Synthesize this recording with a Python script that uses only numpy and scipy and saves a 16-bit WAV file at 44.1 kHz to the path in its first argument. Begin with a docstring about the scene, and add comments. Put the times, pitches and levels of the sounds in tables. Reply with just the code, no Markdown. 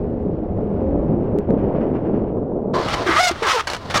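"""Surf, then skate park

Surf churns and gurgles round a wet, muffled microphone at water level as a surfboard passes: bubbles
and air pockets ring, wavelets slap, a drop ticks on the housing. Hard cut to a skate park: a board rolls
up a concrete bank, its wheels stick and slip sideways along the edge in two juddering, squealing slides,
clatter as they regain grip and slap down on the slope. Close and mono."""
import sys
import numpy as np
from scipy import signal
from scipy.fft import rfft, irfft
from scipy.io import wavfile

SR = 44100
rng = np.random.default_rng(int(sys.argv[2]) if len(sys.argv) > 2 else 0)


def unload_audio(sound):
    """Save the sound as a 16-bit wav file, at the path given as the first command line argument."""
    columns = np.transpose(np.atleast_2d(sound))
    # keep every value between -1 and 1, then stretch to whole-number steps
    steps = np.round(np.clip(columns, -1, 1) * 32767)
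    wavfile.write(sys.argv[1], SR, steps.astype(np.int16))


N = 176400
T = np.arange(N) / SR

# EQ curves of the water's low, middle and top layers (f/Hz, level/dB)
RUMBLE_EQ = [(20,-4.5),(55,2),(110,2),(170,-11.5),(300,-32),(600,-86)]
GURGLE_EQ = [(70,-15.5),(130,-5),(190,0.5),(300,-3.5),(430,-3),(580,-8.5),(760,-17),(1000,-23.5),(1500,-39),(2500,-78.5)]
SPLASH_EQ = [(400,-21.5),(900,5),(1300,-0.5),(2000,-9),(2900,-16),(4000,-31.5),(4600,-32),(6000,-37),(7500,-49),(9000,-64)]
# fader rides of those layers and of the hollow ring of the housing (t/s, level/dB)
RUMBLE_RIDE = [(0,-29.5),(.3,-32.5),(.55,-27.5),(.75,-31),(.85,-26.5),(1.05,-25.5),(1.27,-28),(1.42,-30),(1.55,-30),(1.85,-29),(2.1,-31.5),(2.42,-30),(2.6,-39),(2.73,-38)]
GURGLE_RIDE = [(0,-25),(.3,-25.5),(.55,-25),(.78,-22),(.83,-23.5),(.95,-21),(1.12,-21),(1.28,-21.5),(1.39,-19),(1.43,-26.5),(1.465,-29),(1.495,-17),(1.6,-19),(1.7,-17),(1.9,-20),(2.15,-19.5),(2.45,-22),(2.73,-22)]
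SPLASH_RIDE = [(0,-55),(.5,-55.5),(.68,-51.5),(.8,-50.5),(.92,-50.5),(1.06,-50.5),(1.12,-46.5),(1.17,-53),(1.27,-47),(1.35,-54),(1.4,-47),(1.46,-53),(1.49,-49),(1.64,-45),(1.75,-46),(1.82,-44),(2.0,-47.5),(2.2,-48.5),(2.42,-60.5),(2.73,-61.5)]
HOUSING_RIDE = [(0,-26.5),(.4,-29.5),(.8,-27),(1.15,-29.5),(1.45,-30.5),(2.0,-30),(2.73,-35.5)]
# resonances of the wet housing (f/Hz, width/Hz, level/dB)
HOUSING_MODES = [(126,21,-10.5),(178,22,-1),(247,7.2,-3),(309,17,1),(415,30,1),(520,21,-9.5),(716,7.7,-11)]
# the largest air pockets (t/s, length/s, f/Hz, glide/octaves per s, level/dB)
AIR_POCKETS = [(0,0.23,239.6,-.25,-23),(0,0.13,415,-0.37,-26.5),(0.189,.13,417,-0.14,-23.5),(0.218,0.15,192,-0.95,-24.5),(0.431,0.16,180.4,0.79,-26),(0.644,0.14,208.8,-0.91,-24),(0.778,0.18,518,0.27,-21.5),(0.855,.17,286,0.13,-22),(0.851,0.27,565,0.28,-29),(1.024,0.14,149,0.94,-18.5),(1.056,0.17,225.6,-0.2,-21.5),(1.075,0.21,344.6,-0.074,-22.5),(1.199,0.16,126.3,-1.6,-23),(1.328,0.1,392,0.99,-20)]
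# wavelets hit the housing; sheets of spray land (t/s, level/dB)
SLAP_HITS = [(.587,-17.5),(.814,-19),(.91,-25.5),(1.118,-18),(1.27,-23),(1.502,-15.5),(1.537,-18),(1.753,-16),(2.049,-26),(2.37,-18.5),(2.577,-35)]
SPRAY_HITS = [(1.578,-42),(1.63,-44.5),(1.745,-39.5),(1.805,-39.5),(1.945,-39),(2.045,-44),(2.135,-44),(2.27,-49)]

# EQ curves of the park's hum, the rolling wheels and the scraping grit (f/Hz, level/dB)
HUM_EQ = [(20, -13), (55, 1), (85, 6), (130, -4), (250, -20), (430, -15), (700, -16.5), (1200, -33),
          (4000, -36), (16000, -52)]
ROLL_EQ = [(25,-2.5),(90,3),(190,2.5),(300,-0.5),(440,-1),(660,0),(830,-3),(1100,-8),(1600,-9.5),(2500,-23.5),(4300,-14),(6500,-30),(8000,-36),(16000,-60)]
SCRAPE_EQ = [(150,-23.5),(450,-13.5),(750,-3),(980,-1),(1250,5),(1550,-5.5),(2000,-3.5),(2600,-8),(3300,-7),(4200,-13.5),(5700,-15.5),(7500,-25),(10000,-30),(11500,-41.5),(16000,-38)]
# fader rides of wheel roll, wheel drone, scraping grit and grinding truck (t/s, level/dB)
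ROLL_RIDE = [(2.74,-20.5),(2.765,-23.5),(2.81,-23.5),(2.855,-23),(2.89,-28.5),(2.945,-24),(2.968,-30),(3.005,-27),(3.05,-31.5),(3.15,-30.5),(3.3,-44),(3.35,-38),(3.40,-33.5),(3.5,-62),(3.65,-59),(3.74,-30.5),(3.8,-38),(3.88,-35),(3.93,-31),(3.96,-23.5),(4,-34.5)]
DRONE_RIDE = [(2.74,-18),(2.76,-18.5),(2.80,-21),(2.85,-36),(2.97,-30.5),(3.01,-21.5),(3.06,-30.5),(3.35,-46),(3.75,-45.5),(4,-33.5)]
SCRAPE_RIDE = [(2.74,-33),(2.87,-34),(2.91,-24),(2.925,-26),(2.942,-21),(2.956,-30.5),(3.058,-31.5),(3.07,-24),(3.11,-24.5),(3.19,-21),(3.23,-47),(3.29,-25.5),(3.315,-29.5),(3.335,-38),(3.42,-35.5),(3.43,-19.5),(3.462,-27.5),(3.475,-20),(3.52,-20),(3.56,-25.5),(3.608,-23),(3.622,-37.5),(3.665,-42),(3.68,-30),(3.75,-31.5),(3.785,-45.5),(3.89,-46),(3.908,-24.5),(3.936,-33.5),(3.946,-17),(3.98,-23),(3.99,-29),(4,-25)]
GRIND_RIDE = [(3.055,-72),(3.068,-24.5),(3.10,-19.5),(3.17,-21),(3.2,-30),(3.29,-41),(3.33,-61),(3.415,-58),(3.44,-21.5),(3.465,-30),(3.49,-29),(3.53,-43),(3.6,-29),(3.63,-65),(3.93,-65),(3.95,-26),(4,-46)]
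# resonances of the rolling wheels and of the grinding truck (f/Hz, width/Hz, level/dB)
WHEEL_MODES = [(350,24,-4),(458,81,-2.5),(640,110,-0.5),(1018,41,-2),(1163,57,-5.5),(1770,33,-16)]
TRUCK_MODES = [(910,120,-5),(1163,44,0.5),(1308,110,2.5),(1620,110,2.5),(1960,180,0),(2100,39,-3),(3250,110,-14)]
# modes of deck and trucks together (f/Hz, level/dB, t60/s)
BOARD_MODES = [(350,-13.5,0.059),(605,-20,0.068),(760,-9,0.06),(944,-8,0.07),(1167,-17,0.059),(1630,-1,0.033),(1823,-9,0.023),(2200,-11,0.04),(2900,-5.5,0.036),(3330,-16,0.028),(4000,-7,0.022),(4470,-10,0.059),(5210,-11,0.023),(5740,-12,0.026)]
# the deck takes the rider's weight (t/s, level/dB, f/Hz, t60/s)
THUD_HITS = [(2.746,-23,463,0.11),(2.764,-13,444,0.053),(2.782,-19.5,448,.16),(3.311,-14.5,350,0.067),(3.426,-25,446,0.04),(3.945,-25,105,0.56),(3.958,-20,670,0.092)]
# wheels and trucks knock on the concrete (t/s, level/dB, low-pass f/Hz)
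KNOCK_HITS = [(2.885,-7.5,3000),(2.932,-9.5,5960),(2.941,-10,5940),(3.312,-10.5,2500),(3.672,-7,6000),(3.677,-10,6000),(3.7,-5,5100),(3.713,-14,5000),(3.721,-15,6000),(3.734,-8.5,7000),(3.747,-10.5,5000),(3.765,-15.5,6000),(3.901,-11,4000),(3.916,-17,2500),(3.943,-4.5,3000),(3.958,-7,5000),(3.98,-9,4060)]
# EQ curves of a knock's crack, a slipping wheel's overtones and the grit it tears off (f/Hz, level/dB)
CRACK_EQ = [(150, -14), (400, 4), (1300, -2), (3000, -6), (6000, -5), (9000, -11), (16000, -29)]
OVERTONE_EQ = [(330,7),(480,7),(600,-6.5),(730,7),(950,8.5),(1250,5),(1480,0.5),(1800,-4.5),(2170,-1),(2800,-10),(3600,-11),(5800,-12.5),(8000,-23),(11000,-36),(16000,-41)]
SLIP_GRIT_EQ = [(800,-36),(2200,-14),(3500,4.5),(5800,-2.5),(7500,-9),(11000,-15),(16000,-28)]
# stick-slip gestures of the wheels (t/s, slip f/Hz, level/dB, tilt/dB per octave)
FIRST_JUDDER = [(3.066,390,-18.5,-14),(3.085,394,-20.5,-8),(3.105,313,-20,-5),(3.125,320,-31.5,-2),(3.17,344,-28,-5)]
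FIRST_SQUEAL = [(3.13,591.7,-34,1),(3.175,605,-20,-1),(3.19,644,-18,-0.5),(3.206,725,-15,0),(3.225,729,-17.5,0.5),(3.25,722,-16.5,4.5),(3.265,726,-19,1),(3.283,687.4,-16,4),(3.294,690,-23,7.5),(3.299,690,-17,-14),(3.316,705,-32,7)]
SECOND_JUDDER = [(3.424,425,-19.5,-12),(3.437,485,-23,-16),(3.455,429.5,-26,-3),(3.47,351.6,-30.5,-1.5),(3.5,344,-28,5)]
SECOND_SQUEAL = [(3.468,520,-21,0.18),(3.5,547,-33,1),(3.528,541.3,-26,0),(3.555,481.7,-18.5,0),(3.58,450,-27,0.21),(3.612,439,-30.5,0.21)]
OTHER_WHEEL_SQUEAL = [(3.48,640,-32,2),(3.508,642,-21.5,3.7),(3.535,616,-30,4),(3.56,583,-36,4.6)]
LANDING_SKID = [(3.944,586.5,-29,4),(3.96,605,-21,2.5),(3.981,593,-18.5,3),(3.987,582,-32,-2),(4,585,-29,3)]
# early reflections off ground and bank (delay t/s, level/dB)
REFLECTIONS = [(.0047,-18),(0.0121,-20.5)]

CUT_S, CUT_FADE_S = 2.741, 0.014   # the sea gives way to the skate park


def from_db(db):
    return 10 ** (np.asarray(db) / 20)


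def rms_one(x):
    return x / np.sqrt(np.mean(x ** 2) + 1e-20)


def decay(age, t60):
    return np.exp(-np.log(1000) * age / t60)


def fader(ride, offset_db=0):
    """Gain over time from a fader ride plus a trim or a wobble."""
    return from_db(np.interp(T, *np.transpose(ride)) + offset_db)


def eq_db(curve, hz):
    """Level of an EQ curve, read on a log frequency axis."""
    points_hz, db = np.transpose(curve)
    return np.interp(np.log(hz), np.log(points_hz), db)


def colour(x, curve):
    """Minimum-phase EQ; rms 1."""
    size = 2 * N
    hz = np.maximum(np.arange(N + 1) * SR / size, 1)
    cepstrum = irfft(np.log(from_db(eq_db(curve, hz))))
    cepstrum[1:N] *= 2
    cepstrum[N + 1:] = 0
    return rms_one(irfft(rfft(x, size) * np.exp(rfft(cepstrum)))[:N])


def drift(rate_hz, size=N):
    """Smooth random modulation; rms 1."""
    pole = np.exp(-2 * np.pi * rate_hz / SR)
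    return rms_one(signal.lfilter([1], [1, -2 * pole, pole * pole], rng.standard_normal(size + SR))[SR:])


def grains(per_s, spread_db):
    """Random clicks of uneven size."""
    sizes = from_db(spread_db * np.minimum(rng.exponential(1, N), 4))
    return (rng.random(N) < per_s / SR) * sizes * rng.choice([-1, 1], N)


def ring(clicks, hz, t60):
    """A unit click sets a sine of height 1 ringing."""
    r, w = from_db(-60 / (t60 * SR)), 2 * np.pi * hz / SR
    return signal.lfilter([0, np.sin(w)], [1, -2 * r * np.cos(w), r * r], clicks + 1e-18)


def resonances(modes, per_s):
    """Random small impacts keep a bank of modes ringing; rms 1."""
    out = np.zeros(N)
    for hz, width, db in modes:
        t60 = np.log(1000) / (np.pi * width)
        out += from_db(db) * rms_one(ring(grains(per_s, spread_db=2.2), hz, t60))
    return rms_one(out)


def bubbles(per_s, cycles):
    """Large bubbles are born at random pitches and each rings for a few cycles."""
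    births = grains(per_s, spread_db=2)
    pitches = np.geomspace(100, 900, 48)
    which = (rng.random(N) * len(pitches)).astype(int)
    return sum(hz ** 1.5 * ring(births * (which == k), hz, cycles / hz) for k, hz in enumerate(pitches))


def surf():
    """Churning water rumbles and rings the housing; its gurgle and splashes surge together."""
    surge = drift(45)
    rumble = fader(RUMBLE_RIDE, 0.5) * colour(rng.standard_normal(N), RUMBLE_EQ)
    wash = colour(grains(2500, spread_db=2.5), GURGLE_EQ)
    bubbling = colour(bubbles(per_s=800, cycles=9), GURGLE_EQ)
    gurgle = fader(GURGLE_RIDE, -3.5 + 0.3 * surge) * (wash + bubbling)
    housing = fader(HOUSING_RIDE) * resonances(HOUSING_MODES, per_s=400)
    splash_gain = fader(SPLASH_RIDE, 1 + 0.94 * surge)
    for s, db in SPRAY_HITS:
        rise = np.maximum(T - s, 0) / 0.012   # each sheet of spray peaks after 12 ms
        splash_gain = np.hypot(splash_gain, from_db(db) * rise * np.exp(1 - rise))
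    splash = splash_gain * colour(grains(5000, spread_db=2.8), SPLASH_EQ)
    return rumble + housing + gurgle + splash


def air_pockets():
    """A trapped pocket of air swells into a hollow, wavering note, glides and fades."""
    out = np.zeros(N)
    waver = 1 + 0.008 * drift(16.6)
    for s, length, hz, glide, db in AIR_POCKETS:
        age = np.clip(T - s, 0, length)
        phase = 2 * np.pi * np.cumsum(hz * 2 ** (glide * age) * waver) / SR
        out += from_db(db) * np.sin(np.pi * age / length) * np.sin(phase)
    return out


def water_film(x, cutoff_hz=6560):
    """Water over the microphone shuts out the treble."""
    return signal.sosfilt(signal.butter(6, cutoff_hz, fs=SR, output="sos"), x)


def slaps():
    """Wavelets hit the housing with a short, dull splat."""
    envelope = sum(from_db(db) * (T >= s) * decay(np.abs(T - s), t60=0.096) for s, db in SLAP_HITS)
    splats = envelope * rng.standard_normal(N)
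    return np.std(splats) * colour(splats, GURGLE_EQ)


def drop(at_s=1.3876, hz=500, decay_s=0.0003):
    """A drop lands on the housing: one dry tick."""
    age = T - at_s
    return from_db(-21) * (age >= 0) * np.cos(2 * np.pi * hz * age) * np.exp(-np.abs(age) / decay_s)


def park_hum():
    """A steady low bed of open air and wheels on the bank."""
    return from_db(-39.5) * colour(rng.standard_normal(N), HUM_EQ)


def rolling():
    """Wheels run over the grain of the concrete and drone as they meet the bank."""
    texture = fader(ROLL_RIDE, 1.2 * drift(49)) * colour(grains(6000, spread_db=3.8), ROLL_EQ)
    drone = fader(DRONE_RIDE) * resonances(WHEEL_MODES, per_s=1500)
    return texture + drone


def scraping():
    """Grit tears under the sliding wheels and rattles the board."""
    grit = colour(grains(7000, spread_db=2.4), SCRAPE_EQ)
    rattle = sum(from_db(db) * ring(grains(1100, spread_db=4.3), hz, t60) for hz, db, t60 in BOARD_MODES)
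    return fader(SCRAPE_RIDE, 1.3 * drift(58)) * (grit + from_db(-13) * rms_one(rattle))


def thuds():
    """Soft blows of the rider's weight set the deck flexing."""
    return sum(from_db(db) * ring(signal.unit_impulse(N, int(s * SR)), hz, t60)
               for s, db, hz, t60 in THUD_HITS)


def knocks():
    """Each knock is a gritty crack and a short ring of the board, duller when the contact is soft."""
    out = np.zeros(N + SR)
    age = T[:SR // 5]
    crack_noise = colour(rng.standard_normal(N), CRACK_EQ)
    for s, db, lowpass_hz in KNOCK_HITS:
        start = int(s * SR)
        body = np.zeros(len(age))
        for hz, mode_db, t60 in BOARD_MODES:
            gain = from_db(mode_db + rng.normal(0, 2.6)) * rng.choice([-1, 1])
            detune = rng.normal(1, 0.031)   # the load on the deck shifts from knock to knock
            body += gain * np.sin(2 * np.pi * hz * detune * age) * decay(age, t60)
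        crack = np.roll(crack_noise, -start)[:len(age)] * decay(age, t60=0.044)
        hit = from_db(-13) * body + from_db(-16) * crack
        pole = np.exp(-2 * np.pi * lowpass_hz / SR)
        out[start:start + len(age)] += from_db(db) * signal.lfilter([1 - pole], [1, -pole], hit)
    return out[:N]


def grinding():
    """Dense catches of metal on the edge ring the truck."""
    return fader(GRIND_RIDE) * resonances(TRUCK_MODES, per_s=2500)


def stick_slip(gesture, jitter, jitter_hz, fade_s=0.0051):
    """A wheel grips and lets go: a ragged, buzzing tone with a puff of grit at each slip."""
    times, *columns = np.transpose(gesture)
    gate = np.clip((T - times[0]) / fade_s + 1, 0, 1) * np.clip((times[-1] - T) / fade_s + 1, 0, 1)
    live = gate > 0
    size = live.sum()
    hz, db, tilt_db = (np.interp(T[live], times, column) for column in columns)
    phase = 2 * np.pi * np.cumsum(hz * (1 + jitter * drift(jitter_hz, size))) / SR
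    tone, power = 0, 0
    for k in range(1, 23):
        octaves = np.log2(np.minimum(k * hz, 5000) / 1000)   # the tilt pivots at 1 kHz
        gain = from_db(eq_db(OVERTONE_EQ, k * hz) + tilt_db * octaves)
        smear = 0.19 * k * hz / 1000 * drift(170, size) + rng.uniform(0, 2 * np.pi)   # 0.19 rad per kHz
        flutter = from_db(3 * drift(56, size))   # uneven grip
        tone += gain * flutter * np.sin(k * phase + smear)
        power += gain ** 2 / 2
    puffs = (1 + np.cos(phase)) ** 2 / 2
    grit = from_db(-13 + tilt_db) * puffs * colour(rng.standard_normal(N), SLIP_GRIT_EQ)[live]
    out = np.zeros(N)
    out[live] = from_db(db) * (tone / np.sqrt(power) + grit)
    return gate * out


def outdoors(x):
    """Ground and bank throw back two early reflections; a faint, dull tail follows."""
    age = T[:SR // 2]
    tail = signal.lfilter([1], [1, -0.7], rng.standard_normal(len(age))) * decay(age, t60=0.43)
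    reverb = signal.fftconvolve(x, tail / np.linalg.norm(tail))[:N]
    early = sum(from_db(db) * np.interp(T - s, T, x, left=0) for s, db in REFLECTIONS)
    return x + early + from_db(-31) * reverb


def scene():
    """Sea and skate park, spliced with a very short crossfade; both channels alike."""
    slides = (stick_slip(FIRST_JUDDER, jitter=0.06, jitter_hz=105)
              + stick_slip(FIRST_SQUEAL, jitter=0.0107, jitter_hz=156.6)
              + stick_slip(SECOND_JUDDER, jitter=0.037, jitter_hz=110)
              + stick_slip(SECOND_SQUEAL, jitter=0.0245, jitter_hz=121)
              + stick_slip(OTHER_WHEEL_SQUEAL, jitter=0.018, jitter_hz=120)
              + stick_slip(LANDING_SKID, jitter=0.032, jitter_hz=150))
    park = park_hum() + rolling() + outdoors(scraping() + grinding() + slides + knocks() + thuds())
    sea = water_film(surf() + air_pockets() + slaps()) + drop()
    crossfade = np.clip((T - CUT_S) / CUT_FADE_S + 0.5, 0, 1)
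    mono = (1 - crossfade) * sea + crossfade * park
    return np.array([mono, mono])


def record(dry, ceiling=0.58, cutoff_hz=15850):
    """Peaks are clipped, then a steep low-pass takes off the very top."""
    lowpass = signal.ellip(10, 0.1, 80, cutoff_hz, fs=SR, output="sos")
    return signal.sosfilt(lowpass, np.clip(dry, -ceiling, ceiling))


dry = scene()
out = record(dry)
unload_audio(out)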